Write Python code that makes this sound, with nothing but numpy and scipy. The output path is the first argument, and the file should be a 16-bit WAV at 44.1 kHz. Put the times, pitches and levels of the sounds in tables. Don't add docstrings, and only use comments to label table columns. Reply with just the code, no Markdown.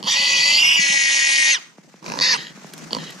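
import sys
import numpy as np
from scipy import signal
from scipy.fft import rfft, irfft
from scipy.io import wavfile
from scipy.ndimage import uniform_filter1d

SR = 44100
rng = np.random.default_rng(int(sys.argv[2]) if len(sys.argv) > 2 else 0)


def transcribe(signal):
    frames = np.atleast_2d(signal).T
    limited = np.clip(frames, -1, 1)
    pcm = np.round(limited * 32767).astype(np.int16)
    wavfile.write(sys.argv[1], SR, pcm)


def boost(x):
    u = np.asarray(x, float) / 20
    return 10 ** u


N = 141120


def evened(x):
    return x / np.sqrt(np.mean(x ** 2) + 1e-20)


def smooth_noise(shape, size):
    return evened(uniform_filter1d(rng.standard_normal(shape), size=size, axis=0))


def read(points, hz):
    f, value = np.transpose(points)
    return np.interp(np.log(hz + 1), np.log(f + 1), value)


def controls(rows):
    rows = np.array(rows, float)
    start, stop = round(rows[0, 0] * SR), min(round(rows[-1, 0] * SR), N)
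    t = np.arange(start, stop) / SR
    return t, [np.interp(t, rows[:, 0], col) for col in rows.T[1:]]


def add(mix, start_s, sound):
    part = mix[round(start_s * SR):][:len(sound)]
    part += sound[:len(part)]


def wash(colour, level, same, patchy_db, flicker_db):
    frames, hz = N // 128 + 5, np.fft.rfftfreq(N, 1 / SR)
    a, b, c, d, patches = rng.standard_normal((frames, 257, 5)).T
    patches = uniform_filter1d(patches, size=8, axis=0)
    patches = evened(uniform_filter1d(patches, size=14, axis=1))
    flicker = smooth_noise(frames, 5)
    left = a + 1j * b
    right = same * left + np.sqrt(1 - same ** 2) * (c + 1j * d)
    z = np.array([left, right]) * boost(patchy_db * patches + flicker_db * flicker)
    x = signal.istft(z, nperseg=512, noverlap=384)[1][:, :N]
    x = irfft(rfft(x) * boost(read(colour, hz)), N)
    return evened(x) * boost(np.interp(np.arange(N) / SR, *np.transpose(level)))


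# t/s, level/dB
RUMBLE_LEVEL = [(0, -40), (.7, -40.5), (1.2, -50), (2.0, -51), (2.07, -29), (2.55, -44.5), (2.95, -32),
                (3.2, -43)]
# f/Hz, level/dB
RUMBLE_COLOUR = [(30, 10.5), (95, -63), (125, -10.5), (160, 2.5), (300, -6), (900, -17), (2000, -70)]


def rumble():
    return wash(RUMBLE_COLOUR, RUMBLE_LEVEL, same=0.54, patchy_db=-1.5, flicker_db=2.5)


# t/s, level/dB
RUSTLE_LEVEL = [(0, -49.5), (.1, -39), (.7, -49), (1.5, -52), (1.6, -42.5), (1.701, -57), (2.01, -56),
                (2.064, -39), (2.5, -47), (2.75, -42.5), (3.1, -42.5)]
# f/Hz, level/dB
RUSTLE_COLOUR = [(300, -16), (1100, 3), (2000, 2), (3500, -4.5), (6300, -0.5), (8500, -11), (12000, -22.5),
                 (15000, -17)]


def rustle():
    return wash(RUSTLE_COLOUR, RUSTLE_LEVEL, same=.3, patchy_db=1.6, flicker_db=2.5)


# t/s, peak level/dB
KNOCKS = [(1.781, -34), (1.939, -35.5), (2.573, -36.5), (2.62, -38), (2.643, -28.5)]
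# t/s, peak level/dB
THUMPS = [(0.039, -24.5), (0.789, -25), (0.894, -29.5), (2.022, -32.5)]


def knocks():
    out, t = np.zeros(N), np.arange(2200) / SR
    for rows, bright in ((KNOCKS, 1), (THUMPS, .1)):
        turns = np.cumsum(190 + 1300 * bright * np.exp(-t / 0.00083)) / SR
        push = np.sin(2 * np.pi * turns) * np.exp(-t / 0.0086)
        for s, db in rows:
            add(out, s + 0.00228, boost(db) * push)
    return out


# t/s, peak level/dB
TWIGS = [(2.736, -24.5), (2.779, -30.5), (2.79, -40), (3.105, -29)]


def twigs():
    out, t = np.zeros(N), np.arange(2200) / SR
    band = signal.butter(1, [1500, 9000], "bandpass", fs=SR)
    for s, db in TWIGS:
        noise = signal.lfilter(*band, rng.standard_normal(len(t)))
        add(out, s, 0.87 * boost(db) * noise * np.exp(-t / 0.0032))
    return out


ECHO_DB, ECHO_S, BRUSH_DB, BRUSH_T60_S = -26.5, 0.043, -24.5, 0.54


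def brush(x):
    t = np.arange(SR) / SR
    sparse = rng.random((SR, 2)).T < .05
    taps = rng.standard_normal((SR, 2)).T * sparse * (t > .004)
    tail = taps * boost(-60 * t / BRUSH_T60_S)
    echo = taps * np.exp(-((t - ECHO_S) / 0.11) ** 4)
    both = boost(BRUSH_DB) * tail / np.linalg.norm(tail[0])
    both += boost(ECHO_DB) * echo / np.linalg.norm(echo[0])
    both = signal.lfilter(*signal.butter(1, 6000, fs=SR), both)
    return signal.fftconvolve(x[None], both, axes=1)[:, :N]


# f/Hz, lead/rad
LEAD = [(0, 0), (700, -.5), (1380, -4.4), (1980, -5.0), (2410, -1.8), (2800, .1), (5200, -.7), (6900, .6),
        (7490, 3.3), (10000, 5.5)]
# f/Hz, level/dB
TILT = [(300, 1), (1100, -13), (2200, 7.5), (2800, -4.5), (4200, 1), (5800, -7.5), (6900, 7), (8600, -14.5)]


def ports(x):
    hz = np.fft.rfftfreq(N, 1 / SR)
    half = np.exp(.5j * read(LEAD, hz)) * boost(read(TILT, hz) / 2)
    return irfft(rfft(x) * np.array([half, 1 / half]), N)


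# t/s, click level/dB, chest ring level/dB
SLAPS = [(2.027, -45, -35), (2.043, -37, -39), (2.063, -26, -29), (2.081, -28, -27), (2.100, -23, -24),
         (2.120, -22, -28), (2.138, -23, -22), (2.157, -28, -25), (2.173, -29, -21.5),
         (2.189, -16.5, -22.5), (2.200, -19.5, -23.5), (2.210, -20, -18.5), (2.216, -20, -33),
         (2.3918, -30, -45), (2.4097, -31, -49), (2.429, -34, -49), (2.4691, -28.5, -49),
         (2.908, -28, -29.5), (2.914, -30.5, -39), (2.931, -8.5, -24), (2.949, -10.5, -23.5),
         (2.967, -21.5, -18), (2.986, -22.5, -29.5)]
# f/Hz, level/dB, t60/s
CHEST = [(960, 1, 0.026), (520, -3, 0.024), (261, -4.5, 0.037)]


def chest():
    out, t = np.zeros(N), np.arange(2600) / SR
    onset = np.minimum(t / 0.0016, 1)
    for s, _, slap_db in SLAPS:
        for hz, db, t60_s in CHEST:
            shifted_hz = hz * rng.uniform(0.894, 1.098)
            decay = boost(slap_db + db - 60 * t / t60_s)
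            add(out, s, decay * np.sin(2 * np.pi * shifted_hz * t) * onset)
    return out


def resonate(x, hz, width):
    turn, r = np.exp(2j * np.pi * np.cumsum(hz) / SR), np.exp(-np.pi * width / SR)
    low = signal.lfilter([(1 - r) ** 2], [1, -2 * r, r * r], x / turn + 1e-18)
    return 2 * (turn * low).real


# f/Hz, level/dB
GRUNT = [(263, -4.5), (947, 3.5), (2130, -9.5), (3160, 5), (4500, 5.5), (5680, -9), (6750, -14),
         (8300, -63), (547, -3.5), (3800, -11)]
OPENING = [(546, -74), (1010, -16), (2250, -1.5), (3220, -5), (4690, -2.5), (5770, -0.5), (7550, -9),
           (8200, -35), (2800, -19), (3660, 0.5)]
WIDE = [(560, -33.5), (940, -8.5), (2158, -3.5), (3050, 2), (4630, 3.5), (5720, -10), (6850, -8),
        (8260, -18.5), (2470, -3.5), (3810, -15)]
PINCHED = [(620, -64.5), (957, -14), (2245, -4), (2851, 2), (5043, -5.5), (5850, -11), (7610, -12.5),
           (9400, -39), (2340, -2), (3510, -11)]
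STRAINED = [(400, -26), (939.4, -14.5), (1950, -1), (3070, -0.5), (4200, -13), (5165, -3), (6370, -3.5),
            (8270, -10.5), (2452, -5), (3720, -7.5)]
CLOSING = [(400, -30), (967, 3.5), (1283, -10), (3030, 3.5), (3956, -6), (4900, -4), (6000, -8.5),
           (8020, -9), (1990, 3.5), (3430, -8)]
MUTTER = [(295, 7.5), (910, 10.5), (1600, 5.5), (2370, 8.5), (3900, 0), (4740, 4.5), (6200, -1),
          (8500, -40), (600, -5), (5240, 4)]
YELP = [(520, -16), (972, -0.5), (1930, 7.5), (2610, 2.5), (4410, 11), (5180, 5), (6310, -1), (7700, -16),
        (2280, -0.5), (3730, 3.5)]
PANT = [(297, -3), (950, -16), (1880, 8.5), (3210, 8.5), (3800, 8), (5050, -2.5), (6740, -6), (8550, -36),
        (2400, 1), (4540, -14)]
MOUTH = [GRUNT, OPENING, WIDE, WIDE, PINCHED, PINCHED, STRAINED, STRAINED, CLOSING, MUTTER, MUTTER,
         YELP, YELP, CLOSING, PANT, PANT, GRUNT, GRUNT, PANT]
MOUTH_S = [0.064, 0.126, .165, .56, .63, .76, .81, 1.525, 1.585, 1.9, 2.165, 2.188, 2.335, 2.369, 2.39, 2.6,
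           2.8, 2.97, 3.0]
SIGNS = [1, -1, 1, 1, 1, -1, 1, -1, -1, -1]
WIDTH_HZ = [235, 285, 454, 562, 560, 840, 850, 1500, 400, 497]
# t/s, f/Hz, depth/0-1
NOTCH = [(.1, 1500, 0.5), (.3, 1540, 0.6), (.58, 1546, 1), (.65, 4730, 0.4), (.78, 3800, 0.5),
         (.8, 4900, 0.5), (.86, 4780, 1), (1.5, 4900, 0.3), (2.1, 2400, 0.2), (2.17, 2500, 1),
         (2.25, 3050, 0.8), (2.33, 3800, 0.8), (2.4, 2400, .5)]
NOTCH_WIDTH_HZ, WANDER_SHARE, WANDER_DB = 700, .012, 1.5
SKIRT_DB, SKIRT_HZ = -33, 9500


def throat(drive, t):
    shapes = np.array(MOUTH, float)
    skirt = signal.butter(1, [1500, SKIRT_HZ], "bandpass", fs=SR)
    out = boost(SKIRT_DB) * signal.lfilter(*skirt, drive)
    drift = uniform_filter1d(rng.standard_normal((len(t), shapes.shape[1], 2)), size=1800, axis=0)
    drift = evened(uniform_filter1d(drift, size=900, axis=0))
    for k in range(shapes.shape[1]):
        hz, db = (np.interp(t, MOUTH_S, shapes[:, k, col]) for col in (0, 1))
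        hz = hz * (1 + WANDER_SHARE * drift[:, k, 1])
        gain = SIGNS[k] * boost(db + WANDER_DB * drift[:, k, 0])
        out += gain * resonate(drive, hz, WIDTH_HZ[k])
    notch_s, notch_hz, depth = np.transpose(NOTCH)
    hz, depth = np.interp(t, notch_s, notch_hz), np.interp(t, notch_s, depth)
    return out - np.clip(depth, 0, 1) * resonate(out, hz, NOTCH_WIDTH_HZ)


# t/s, slap rate/Hz, slap level/dB, breath level/dB
GROWLS = [
    [(.005, 34.3, -31, -73), (.027, 50, -15.5, -99), (.045, 220, -25, -46), (.075, 246, -15.5, -27)],
    [(2.0252, 49, -64, -80), (2.063, 54, -60, -41), (2.16, 37, -63.5, -39), (2.186, 79, -60, -42),
     (2.205, 90, -60, -44), (2.225, 170, -59.5, -46)],
    [(2.372, 27, -46, -30), (2.41, 63, -56, -35), (2.5, 58, -41, -44), (2.53, 61, -61, -55)],
    [(2.9, 41, -59, -62), (2.93, 60, -60, -36), (2.949, 59, -60.5, -39.5), (2.987, 54, -43, -40),
     (3.02, 38, -48, -38), (3.11, 35, -46, -41.5), (3.15, 44, -48, -59)],
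]
SNAP_DB = -18.5


def growl(rows):
    t, (rate_hz, slap_db, breath_db) = controls(rows)
    turns = np.cumsum(rate_hz) / SR
    air, breath, size_db, chance = rng.standard_normal((len(t), 4)).T
    beats = np.diff(np.floor(turns), prepend=-1)
    slaps = (beats + 0.064 * (chance > 3.0)) * boost(slap_db + size_db)
    for s, db, _ in SLAPS:
        slaps[abs(t - s) < .5 / SR] += boost(db)
    puffs = signal.oaconvolve(slaps, np.exp(-np.arange(300) / 20))[:len(t)]
    drive = 2 * slaps + .2 * air * puffs
    snap = boost(SNAP_DB) * signal.lfilter(*signal.butter(2, [1800, 7000], "bandpass", fs=SR), drive)
    breath = (.5 + np.exp(-(turns % 1) / 0.9)) * breath
    return t[0], 4.77 * (throat(drive, t) + snap) + boost(breath_db) * evened(throat(breath, t))


def steady(x):
    return x / np.sqrt(abs(uniform_filter1d(x ** 2, size=1500)) + 1e-12)


# t/s, whistle f/Hz, folds f/Hz, level/dB
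LONG = [(.062, 1806, 523.4, -33.5), (.08, 1820, 540.3, -17.5), (.13, 1849, 556.3, -17.5),
        (.195, 2014, 560, -17.5), (.4, 1950, 548.7, -16), (.6, 2121, 623, -13.5), (.7, 2224, 646.4, -13.5),
        (.78, 2279, 602.5, -15.5), (.878, 2232, 575, -17.5), (.95, 2227, 578.6, -16.5),
        (1.02, 2185, 576.5, -17), (1.31, 2184, 575, -16.5), (1.468, 2149, 579.2, -15.5),
        (1.51, 2204, 585.2, -14), (1.53, 2124, 562, -15.5), (1.55, 1898, 520, -16),
        (1.59, 1141, 400, -41.5)]
# (t/s, f/Hz, f/Hz, level/dB)
SHORT = [(2.212, 1500, 394, -19), (2.224, 1623, 490.2, -14.5), (2.272, 1788, 523.3, -17),
         (2.311, 1834, 526, -15.5), (2.341, 1666, 494, -16), (2.37, 1006, 384, -30)]
# t/s, noise share/0-1
HOARSE = [(.07, .88), (.17, .52), (.66, .6), (.82, .44), (1.48, .42), (1.535, .25), (2.22, .85), (2.3, .66)]
# t/s, share/0-1
LIMP = [(.62, 0.17), (.78, 0.46), (1.5, 0.51), (1.535, 0.03)]
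WHISTLE_TILT_DB, BEAT_DEPTH, JITTER, PUFF = -1.8, 1.7, .003, .8
SHIMMER, FOLD_TONE = .3, 0.73


def squeal(rows):
    t, (whistle_hz, folds_hz, db) = controls(rows)
    rough = np.interp(t, *np.transpose(HOARSE))
    sub = np.interp(t, *np.transpose(LIMP))
    wobble = smooth_noise((len(t), 2), 250).T
    fast = 2 * np.pi * np.cumsum(whistle_hz * (1 + JITTER * wobble[0])) / SR
    slow = 2 * np.pi * np.cumsum(folds_hz * (1 + 3 * JITTER * wobble[1])) / SR
    flutter = smooth_noise((len(t), 6), 120).T
    sway = rough * SHIMMER * flutter[0]
    sway += 0.61 * rough * np.sin(slow + 1) + 1.47 * sub * np.sin(slow / 2 + 2)
    whistle = np.zeros(len(t))
    for k in range(1, 6):
        whistle += boost(WHISTLE_TILT_DB * k) * (1 + SHIMMER * flutter[k]) * np.cos(k * (fast + sway))
    opening = (1 - .6 * sub) * np.cos(slow) + .9 * sub * np.cos(slow / 2)
    beat = np.exp(BEAT_DEPTH * np.sqrt(rough / 2) * opening)
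    air = (PUFF + beat) * rng.standard_normal(len(t))
    air = signal.sosfilt(signal.butter(4, 780, "highpass", fs=SR, output="sos"), air)
    broken = evened(uniform_filter1d(flutter[0], size=900))
    fold_tone = FOLD_TONE * (1 + 0.34 * broken) * (beat - beat.mean())
    voiced = evened(whistle * beat) + fold_tone
    drive = (1 - rough) * voiced + rough * evened(air)
    return t[0], boost(db) * steady(throat(drive, t))


def scene():
    pig = chest()
    for rows in GROWLS:
        add(pig, *growl(rows))
    for rows in (LONG, SHORT):
        add(pig, *squeal(rows))
    return rumble() + rustle() + knocks() + twigs() + brush(pig) + ports(pig)


def top_cut(x):
    return signal.sosfilt(signal.butter(12, 15760, fs=SR, output="sos"), x)


CEILING, WIND_LEAK_DB = 0.82, -34.0


def record(dry):
    cut = signal.sosfilt(signal.butter(6, 118, "highpass", fs=SR, output="sos"), dry)
    held = CEILING * np.tanh((cut + boost(WIND_LEAK_DB) * dry) / CEILING)
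    held = signal.sosfilt(signal.cheby2(10, 60, 15750, fs=SR, output="sos"), held)
    return top_cut(held)


dry = scene()
out = record(dry)
transcribe(out)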